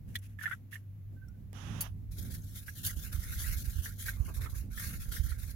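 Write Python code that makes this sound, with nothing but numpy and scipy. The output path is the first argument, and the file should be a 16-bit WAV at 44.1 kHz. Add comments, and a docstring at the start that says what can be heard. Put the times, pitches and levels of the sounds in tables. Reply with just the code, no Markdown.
"""Matcha making, close to a camera with two microphone ports; a low hum, faint air and table rumble run throughout.
First gushes of hot water spatter and slap the powder in a glass bowl; droplets ping, trapped bubbles ring as plops.
The last thread of water sings in sine blips, a short noise hiss passes on the right, and the glass clinks.
Then a bamboo whisk scrubs the bowl: dense random slips scrape the glass and the churned tea fizzes in its hollow,
while low decaying sines thump through the table. Late on, a thumb drags along the bowl."""
import sys
import numpy as np
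from scipy import signal
from scipy.fft import rfft, irfft, next_fast_len
from scipy.io import wavfile
from scipy.ndimage import uniform_filter1d, map_coordinates

SR = 44100
rng = np.random.default_rng(int(sys.argv[2]) if len(sys.argv) > 2 else 0)


def materialize(psi):
    """Save the field psi as 16-bit PCM at rate SR to the path in sys.argv[1].

    A 1-D psi becomes a single channel; in a 2-D psi each row is a channel.
    """
    bounded = np.clip(np.atleast_2d(psi).T, -1, 1)
    quanta = np.round(bounded * 32767).astype(np.int16)
    wavfile.write(sys.argv[1], SR, quanta)


N = 244755
TIME = np.arange(N) / SR

# In all tables level_db is before the trim in the function; a positive left_right_db is louder on the left.
# Spectra list pitch_hz, level_db; they set colour only, as the sound is then scaled to rms 1.


def amp(db):
    """Decibels to gain."""
    return 10 ** (np.asarray(db) / 20)


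def unit(x):
    """Scaled to rms 1."""
    return x / np.sqrt(np.mean(x ** 2) + 1e-20)


def along(points, hz):
    """(Hz, value) points read on a log axis."""
    f, v = np.transpose(points)
    return np.interp(np.log(hz + 1), np.log(f + 1), v)


def curves(rows):
    """One value per sample for each column after the time."""
    s, *cols = np.transpose(rows)
    return [np.interp(TIME, s, c) for c in cols]


def wobble(rate):
    """A smooth random curve, rate knots a second."""
    knots = rng.standard_normal(int(N * rate / SR) + 4)
    return map_coordinates(knots, [TIME * rate])


def filtered(x, response):
    """x times a complex response of frequency."""
    m = next_fast_len(N + SR // 2)
    return irfft(rfft(x, m) * response(np.fft.rfftfreq(m, 1 / SR)), m)[..., :N]


def coloured(x, spectrum):
    """x given a spectrum, at rms 1."""
    return unit(filtered(x, lambda hz: amp(along(spectrum, hz))))


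def noise():
    """Two unrelated white noises."""
    return rng.standard_normal((2, N))


def panned(left_right_db):
    """Left and right gains for a level difference."""
    db = np.atleast_1d(left_right_db)
    return amp(np.array([db, -db]) / 2)


def grains(rate, spread_db):
    """Two streams of tiny random impacts, rate a second, of uneven size."""
    hits = rng.random((2, N)) < rate / SR
    return unit(hits * noise() * amp(spread_db * np.clip(noise(), -2, 2)))


def patches(x, patchy_db):
    """The colour of a rustle shifts from instant to instant."""
    z = signal.stft(x, nperseg=512)[2]
    field = uniform_filter1d(rng.standard_normal(z.shape[1:]), size=4, axis=0)
    field = uniform_filter1d(field, size=7, axis=1)
    gain = amp(patchy_db * np.minimum(unit(field), 2))
    return unit(signal.istft(z * gain, nperseg=512)[1][:, :N])


def swell(start, length, rise_s, fall_db_per_s):
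    """Attack, hold and release of one movement."""
    attack = np.sin(np.pi / 2 * np.clip((TIME - start) / rise_s, 0, 1)) ** 2
    return attack * amp(-fall_db_per_s * np.clip(TIME - start - length, 0, 1))


def swells(rows, rise_s, fall_db_per_s):
    """The envelope of (start, length, dB) movements, the strongest one leading at each instant."""
    return np.max([amp(db) * swell(s, length, rise_s, fall_db_per_s) for s, length, db in rows], axis=0)


def add(track, s, sound):
    """Mix a sound in at a time."""
    part = track[:, round(s * SR):][:, :sound.shape[-1]]
    part += sound[..., :part.shape[1]]


def walls(x, wet_db, t60, delay):
    """Near surfaces answer each microphone port with its own short tail, building up over delay seconds."""
    t = np.arange(SR // 6) / SR
    tail = rng.standard_normal((2, len(t))) * amp(-60 * t / t60) * np.clip(t / delay, 0, 1) ** 2
    tail *= amp(wet_db) / np.linalg.norm(tail[0])
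    tail[:, 0] = 1  # the direct sound
    return signal.fftconvolve(np.atleast_2d(x), tail, axes=1)


# likeness of what the two ports hear, held to 0..1: pitch_hz, likeness
PORT_LIKENESS = [(60, 0.3), (120, 2.1), (250, .5), (500, 0.14), (2000, 0.05), (8000, -0.16), (13000, 0.4)]
# balance between the ports: pitch_hz, left_right_db
PORT_BALANCE = [(50, -6), (110, -9.5), (200, -0.5), (500, -8), (800, -3.5), (1200, -4), (1700, -12),
                (2700, 2), (4300, 8.5), (6400, 6), (8000, 10), (9800, -2), (14000, 2.5)]


def ports(pair):
    """Two unrelated signals become what the left and right microphone ports hear."""
    def mix(hz):
        turn = np.arccos(np.clip(along(PORT_LIKENESS, hz), 0, 1)) / 2
        return np.array([np.cos(turn), np.sin(turn)])

    mid, side = filtered(pair, mix)
    return unit(filtered(np.array([mid + side, mid - side]), lambda hz: panned(along(PORT_BALANCE, hz))))


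# level of the hum: time_s, level_db
HUM_LEVEL = [(0.0, -53), (0.1, -45.5), (0.3, -45), (0.55, -51.5), (1.08, -46), (1.22, -54), (1.6, -47.5),
             (2.4, -45), (2.8, -52), (4.0, -48), (5.55, -58.5)]
HUM_HZ, HUM_DRIFT_HZ = 99.7, 1.177  # nearly steady in pitch


def low_hum():
    """One low sine wavers in level and drifts slightly in pitch."""
    level_db, = curves(HUM_LEVEL)
    pitch_hz = HUM_HZ + HUM_DRIFT_HZ * wobble(3)
    waver = amp(1.8 * wobble(24))
    tone = unit(np.sin(2 * np.pi * np.cumsum(pitch_hz) / SR + 0.5 * wobble(20)))
    return amp(level_db - 0.5) * waver * tone * panned(0.57)


# faint air of the place: pitch_hz, level_db
AIR_COLOUR = [(100, 5), (300, -9), (500, -7.5), (900, -11), (2000, -10), (5000, -22), (7000, -20),
              (8200, -33), (11500, -12.5), (15800, -14)]


def room_air():
    """Steady coloured noise, faint and unrelated at the two ports."""
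    return amp(-71.5) * coloured(noise(), AIR_COLOUR)


# how hard the table trembles, from pouring to brisk whisking: time_s, level_db
TREMBLE_LEVEL = [(0.0, -54.5), (0.8, -68.5), (1.25, -59), (1.6, -55.5), (2.3, -49.5), (2.72, -57.5),
                 (3.4, -42), (3.95, -51.5), (4.35, -46), (4.9, -49.5), (5.55, -47.5)]
# spectrum of the trembling table: pitch_hz, level_db
RUMBLE_COLOUR = [(15, -25), (30, -13), (48, -4.5), (75, -8.5), (120, -19), (200, -55), (400, -78)]


def trembling():
    """The work shakes the table, heard as deep noise of uneven strength."""
    level_db, = curves(TREMBLE_LEVEL)
    return amp(level_db + 6.5 + 1.24 * wobble(14)) * ports(coloured(noise(), RUMBLE_COLOUR))


# the hands shift their grip: start_s, length_s, level_db
GRIP_SHIFTS = [(0.07, 0.13, -62.5), (1.12, 0.04, -56), (1.53, 0.27, -51.5), (2.03, 0.12, -58),
               (2.17, 0.13, -51), (2.36, 0.023, -52.5), (2.835, 0.018, -50.5), (2.955, 0.012, -48),
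               (4.18, 0.018, -61), (4.61, 0.065, -53), (4.8, 0.072, -55), (5.05, 0.022, -54)]
GRIP_RISE_S, GRIP_FALL_DB_PER_S = 0.01, 247
# spectrum of hands on the bowl: pitch_hz, level_db
RUBBING_COLOUR = [(60, -12.5), (130, 4), (180, 1), (260, -6.5), (380, -19.5), (700, -28.5), (1500, -48.5)]
RUB_DB, RUB_FOLLOWS = -53.5, 0.36  # steady rubbing, and its dB per dB of trembling


def rubbing():
    """Hands rub the bowl in dull noise that follows the trembling and swells with each shift of grip."""
    tremble_db, = curves(TREMBLE_LEVEL)
    resting = amp(RUB_DB + RUB_FOLLOWS * (tremble_db - tremble_db.mean()))
    shifting = amp(3.5) * swells(GRIP_SHIFTS, GRIP_RISE_S, GRIP_FALL_DB_PER_S)
    effort = np.hypot(resting, shifting) * amp(2.14 * wobble(15))
    return effort * ports(coloured(noise(), RUBBING_COLOUR))


# gushes of water landing in the bowl: start_s, length_s, level_db
WATER_GUSHES = [(0.065, 0.11, -71.5), (0.132, 0.028, -57.5), (0.205, 0.052, -64.5), (0.26, 0.068, -75),
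                (0.378, 0.16, -60.5), (0.407, 0.027, -51.5), (0.703, 0.047, -55.5)]
GUSH_RISE_S, GUSH_FALL_DB_PER_S = 0.03, 423
# spectrum of the spatter: pitch_hz, level_db
SPATTER_COLOUR = [(900, -25), (1600, 1), (2200, -4.5), (2800, -3.5), (3400, -8.5), (4400, -13), (6400, -8),
                  (8600, -12.5), (11300, -2.5), (15800, -14)]


def spatter():
    """Each gush breaks into a dense shower of tiny droplet impacts."""
    flow = swells(WATER_GUSHES, GUSH_RISE_S, GUSH_FALL_DB_PER_S)
    drops = patches(grains(5000, spread_db=3), patchy_db=2)
    return flow * amp(4 + 0.81 * wobble(69.0)) * coloured(drops, SPATTER_COLOUR)


# the first water slaps the powder: start_s, level_db
POWDER_SLAP = [(0.1547, -22.5)]
# spectrum of the slap: pitch_hz, level_db
SLAP_SPECTRUM = [(700, -79), (1400, -13), (1900, 11), (2600, -14), (3400, 7), (4400, -8.5), (8000, -16),
                 (12000, -7.5), (16000, -14)]


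def slap():
    """Water striking the powder gives a brief noise burst with two short tones in it."""
    out = np.zeros((2, N))
    for s, db in POWDER_SLAP:
        age = np.maximum(TIME - s, 0)
        ring = sum(np.sin(2 * np.pi * hz * age) for hz in (1900, 3400))
        burst = coloured(noise(), SLAP_SPECTRUM) + amp(-9.0) * ring
        envelope = np.exp(-(age / 0.011) ** 2) * (1 - np.exp(-age / 0.0003))
        out += amp(db - 9) * envelope * burst
    return out


# single droplets and tines ping: start_s, level_db, pitch_hz
DROPLET_PINGS = [(0.187, -44, 11200), (1.283, -53, 5600), (2.2255, -37, 13000), (2.4184, -47, 6400),
                 (3.3904, -35, 4440), (4.7172, -45, 11500), (5.3358, -51, 13400)]


def pings(t60=0.028, grit=0.76):
    """A small contact: one short ring with a gritty edge."""
    out, t = np.zeros((2, N)), np.arange(SR // 20) / SR
    edge = coloured(noise(), [(2500, -38), (5500, 7), (8000, 7), (14000, 5)])
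    for s, db, hz in DROPLET_PINGS:
        ring = np.sin(2 * np.pi * hz * t) + grit * edge[:, round(s * SR):][:, :len(t)]
        envelope = amp(db - 3.0 - 60 * t / t60) * (1 - np.exp(-t / 0.0024))
        add(out, s, envelope * panned(5.9) * ring)
    return out


# air bubbles trapped by the stream and by the whisk: start_s, level_db, pitch_hz, left_right_db
BUBBLES = [(0.3882, -38.5, 1800, -9), (0.4111, -34.5, 1746, -6), (0.428, -43, 1480, 6),
           (0.4375, -32, 1500, 4), (0.4565, -25.5, 1800, -6), (0.476, -33, 1463, 6),
           (0.496, -44.5, 1570, 15), (0.5117, -30, 1496, -9.5), (0.5233, -31.5, 1580, 9.5),
           (0.538, -44.5, 1370, -3), (0.728, -39, 1870, -8), (0.7551, -35, 1865, -7),
           (2.6808, -38, 1640, -11), (2.8956, -41, 1990, 1), (3.3257, -42, 1604, -10),
           (3.4416, -40.5, 1935, 10), (3.8584, -36.5, 1730, -3), (4.0832, -27.5, 1620, -5),
           (4.4599, -42.5, 1300, -14), (4.7761, -35, 1820, 2), (5.1652, -47, 1644, 19),
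           (5.318, -43, 1414, -6)]


def plops(t60=0.027, rise=0.072, splash_db=-8):
    """Each bubble bursts in with a splash and rings briefly, rising in pitch as it nears the surface."""
    out, t = np.zeros((2, N)), np.arange(SR // 20) / SR
    splashes = coloured(noise(), [(800, -14), (1350, -2), (1900, 18.0), (2500, -3.5), (3500, -1),
                                  (4300, -40.0), (9000, -22)])
    for s, db, hz, pan_db in BUBBLES:
        ring = np.sin(2 * np.pi * hz * (t + rise * t * (t / t60 - .5)))
        splash = amp(splash_db) * splashes[:, round(s * SR):][:, :len(t)]
        bubble = (ring + splash) * amp(-60 * t / t60) * (1 - np.exp(-t / 0.00097))
        near = walls(bubble, wet_db=0.5, t60=0.029, delay=0.0069)
        add(out, s, amp(db + 1.5) * panned(pan_db) * near)
    return out


# the last thread of water: start_s, length_s, level_db, pitch_hz
LAST_THREAD = [(1.158, 0.027, -70.5, 1535), (1.211, 0.024, -62.5, 1540), (1.274, 0.023, -74, 1430),
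               (1.336, 0.011, -75, 1500)]
BLIP_RISE_S, BLIP_FALL_DB_PER_S = 0.014, 503


def dribble():
    """The thread of water sings in short sine blips, leaning right, with an unsteady phase."""
    out = np.zeros((2, N))
    waver = 0.7 * wobble(140)  # radians
    for s, length, db, hz in LAST_THREAD:
        envelope = amp(db + 2.5) * swell(s, length, BLIP_RISE_S, BLIP_FALL_DB_PER_S)
        out += envelope * panned(-11) * np.sin(2 * np.pi * hz * TIME + waver)
    return out


# spectrum of the short hiss: pitch_hz, level_db
HISS_SPECTRUM = [(240, -30), (400, -5.5), (804, -0.5), (1590, 0), (2290, -8), (2800, -1), (3500, -3.5),
                 (4330, -16.5), (6130, -6), (7930, -22.5), (11100, -16), (15000, -41)]
HISS_START_S, HISS_LENGTH_S, HISS_DB = 1.52, 0.3457, -52
HISS_RISE_S, HISS_SWELL_DB_PER_S, HISS_FALL_DB_PER_S = 0.045, 11.5, 600


def short_hiss():
    """Noise on the right opens with a click and swells slightly before it stops."""
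    click_shape = np.exp(-np.abs(TIME - 1.531) / .0005)
    click = amp(-37) * click_shape * coloured(noise(), [(300, 0), (2000, -7), (15000, -18)])
    hiss_db = HISS_DB + HISS_SWELL_DB_PER_S * np.clip(TIME - HISS_START_S, 0, HISS_LENGTH_S)
    envelope = amp(hiss_db) * swell(HISS_START_S, HISS_LENGTH_S, HISS_RISE_S, HISS_FALL_DB_PER_S)
    hiss = envelope * coloured(noise(), HISS_SPECTRUM)
    return (hiss + click) * amp([[-22], [1.5]])  # left, right


# light contacts with the glass: start_s, level_db
GLASS_CONTACTS = [(1.8065, -18), (2.8618, -19)]
# ringing modes of the bowl, damped by a hand: pitch_hz, level_db, t60_s
GLASS_MODES = [(4580, -21, 0.072), (6400, -11, .03), (7200, -14.5, 0.038), (10410, -6.5, 0.039),
               (11930, -9, 0.037), (15630, -25, .025)]


def clinks(chatter_db=-4, chatter_t60=0.068):
    """A contact chatters for a moment and rings the hand-damped glass."""
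    out, t = np.zeros((2, N)), np.arange(SR // 6) / SR
    spectrum = [(1500, -19.5), (6500, -9.0), (8500, -13.5), (10500, 1), (16000, -2.0)]
    for s, db in GLASS_CONTACTS:
        ring = sum(amp(level + rng.normal(0, 1) - 60 * t / t60) * np.sin(2 * np.pi * hz * t)
                   for hz, level, t60 in GLASS_MODES)
        chatter = coloured(noise(), spectrum)[:, :len(t)] * amp(chatter_db - 60 * t / chatter_t60)
        touch = (ring + chatter) * (1 - np.exp(-t / 0.0049))
        add(out, s, amp(db + 1.0) * walls(touch, wet_db=-20, t60=0.24, delay=0.0036))
    return out


# strokes, some pressing on the glass, some deeper in the tea: start_s, length_s, scrape_db, churn_db
WHISK_STROKES = [(2.102, 0.017, -62, -72), (2.152, 0.12, -61, -67), (2.292, 0.053, -50, -61.5),
                 (2.42, 0.17, -62.5, -77), (2.535, 0.048, -51, -64.5), (2.651, 0.047, -53.5, -64.5),
                 (2.741, 0.061, -52.5, -63.5), (2.822, 0.066, -44, -53.5), (2.947, 0.1, -53.5, -63.5),
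                 (3.005, 0.047, -47.5, -56.5), (3.111, 0.028, -48, -53), (3.178, 0.16, -51.5, -56.5),
                 (3.306, 0.23, -47, -54.5), (3.55, 0.062, -48.5, -63.5), (3.625, 0.17, -52.5, -61),
                 (3.81, 0.049, -46, -53.5), (3.972, 0.09, -49.5, -61.5), (4.047, 0.034, -41.5, -47.5),
                 (4.233, 0.062, -59.5, -64), (4.329, 0.039, -51, -60.5), (4.395, 0.046, -52, -52),
                 (4.534, 0.058, -54.5, -62.5), (4.693, 0.081, -62, -65), (4.752, 0.14, -46, -53),
                 (4.914, 0.026, -54.5, -57.5), (4.987, 0.056, -53.5, -58), (5.107, 0.061, -46, -51.5),
                 (5.214, 0.12, -56.5, -61), (5.368, 0.14, -55.5, -63)]
STROKE_RISE_S, SCRAPE_FALL_DB_PER_S, CHURN_FALL_DB_PER_S = 0.025, 281, 210
# tines touching the glass between strokes, except for one lift: start_s, length_s, level_db
TINE_CONTACT = [(2.105, 2.5, -61.5), (4.715, 0.59, -56.5)]
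# the tines land on the glass together: start_s, level_db
TINE_CATCHES = [(2.122, -44.5), (2.182, -33.5), (2.847, -21.5), (3.1258, -30), (4.0617, -30),
                (4.2473, -37.5), (4.4957, -38.5), (5.235, -34)]
# spectrum of tines on glass: pitch_hz, level_db
TINE_COLOUR = [(1500, -38), (2400, -6), (3000, -1.5), (3500, -3), (4700, -7.5), (6500, -2.5), (7300, -5.5),
               (8000, -11), (8900, -6), (10600, 1.5), (13000, 0), (15800, -5.5)]


def scrape():
    """Many tines stick and slip on the glass, a dense rustle driven by strokes, contact and catches."""
    strokes = np.array(WHISK_STROKES)
    effort = amp(3.5) * swells(strokes[:, [0, 1, 2]], STROKE_RISE_S, SCRAPE_FALL_DB_PER_S)
    effort = np.hypot(effort, swells(TINE_CONTACT, STROKE_RISE_S, SCRAPE_FALL_DB_PER_S))
    for s, db in TINE_CATCHES:
        age = np.maximum(TIME - s, 0)
        landing = amp(db - 10.5 - 60 * age / 0.27) * (1 - np.exp(-age / 0.0017))
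        effort = np.maximum(effort, landing)
    slips = patches(grains(9000, spread_db=2) + .7 * noise(), patchy_db=3)
    return effort * ports(coloured(slips, TINE_COLOUR))


# spectrum of the froth: pitch_hz, level_db
FROTH_COLOUR = [(200, -31), (450, -7.5), (750, -18), (1080, -16), (1400, 1.5), (1900, -5), (2250, -7.5),
                (2800, -1), (6000, -49)]
# resonances of the air in the bowl: pitch_hz, width_hz, level_db
BOWL_AIR = [(1480, 37, -3), (1627, 26, 13.5), (1833, 80, 8.5), (1982, 37, 7.5), (2140, 54, 13)]


def churn():
    """The stirred tea fizzes in tiny impacts, some ringing the air resonances of the bowl."""
    stirring = amp(3) * swells(np.array(WHISK_STROKES)[:, [0, 1, 3]], STROKE_RISE_S, CHURN_FALL_DB_PER_S)

    def bowl(f):
        return sum(amp(db) * 1j * f * w / (c * c - f * f + 1j * f * w) for c, w, db in BOWL_AIR)

    hollow = unit(filtered(grains(450, spread_db=-1.5), bowl))
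    froth = coloured(grains(2000, spread_db=-1.5), FROTH_COLOUR) + amp(-2) * hollow
    return stirring * ports(patches(froth, patchy_db=3.2))


NOTCH_HZ, NOTCH_SWING_HZ, NOTCH_WIDTH_HZ, NOTCH_DB = 2854, 300, 366, -14.5


def notched(x):
    """A dip in the spectrum wanders as the whisk moves in the bowl."""
    hz, t, z = signal.stft(x, SR, nperseg=512)
    centre = NOTCH_HZ + NOTCH_SWING_HZ * np.interp(t, TIME, wobble(12))
    dip = np.exp(-((hz[:, None] - centre) / NOTCH_WIDTH_HZ) ** 2)
    return signal.istft(z * amp(NOTCH_DB * dip), SR, nperseg=512)[1][:, :N]


def whisk():
    """Scrape and churn share a spectral dip, and flutter together as the tines slip in bunches."""
    flutter = amp(1.6 * wobble(65) + wobble(150))
    return notched(scrape() + churn()) * flutter


# dull bumps through the table: start_s, level_db, pitch_hz
TABLE_BUMPS = [(2.18, -34.5, 76), (2.319, -35, 61.4), (2.852, -33, 93), (2.962, -29, 59),
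               (3.039, -35, 60.7), (3.143, -25.5, 57.7), (3.183, -26, 49), (3.674, -26.5, 60),
               (3.753, -28, 61), (3.782, -24.5, 76.5), (4.198, -21, 64.5), (4.374, -28.5, 54.3),
               (4.407, -29, 72), (4.524, -31.5, 58), (5.082, -28.5, 49.2), (5.195, -21, 57.3),
               (5.238, -26.5, 55.6), (5.312, -26.5, 60), (5.426, -32.5, 52.2)]


def bumps(t60=0.066, attack=0.0091):
    """Soft pushes swing the table in low, quickly damped sines, leaning right."""
    out, t = np.zeros((2, N)), np.arange(SR // 4) / SR
    for s, db, hz in TABLE_BUMPS:
        swing = np.sin(2 * np.pi * hz * t) * amp(-60 * t / t60) * (1 - np.exp(-(t / attack) ** 2))
        add(out, s, amp(db - 3.5) * panned(-16) * swing / np.abs(swing).max())
    return out


# a thumb slides along the bowl: start_s, length_s, level_db
THUMB_SLIDES = [(4.16, 0.15, -60.5), (4.27, 0.032, -48.5), (4.35, 0.14, -56.5), (4.445, 0.015, -49.5),
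                (4.515, 0.04, -58)]
SLIDE_RISE_S, SLIDE_FALL_DB_PER_S = 0.015, 450


def thumb():
    """Skin drags on the bowl in soft, dull slips."""
    spectrum = [(200, 7), (500, -2.5), (800, -8), (1150, 1), (1400, -11), (2500, -41)]
    slips = coloured(grains(1500, spread_db=-2.0), spectrum)
    return swells(THUMB_SLIDES, SLIDE_RISE_S, SLIDE_FALL_DB_PER_S) * panned(-3) * slips


def scene():
    """Everything on the table, in stereo, in order of first sound."""
    place = low_hum() + room_air() + trembling() + rubbing()
    water = spatter() + slap() + pings() + plops() + dribble()
    return place + water + short_hiss() + clinks() + whisk() + bumps() + thumb()


TOP_HZ = 15900


def record(dry):
    """The camera keeps nothing above its band limit."""
    return filtered(dry, lambda hz: hz < TOP_HZ)


dry = scene()
out = record(dry)
materialize(out)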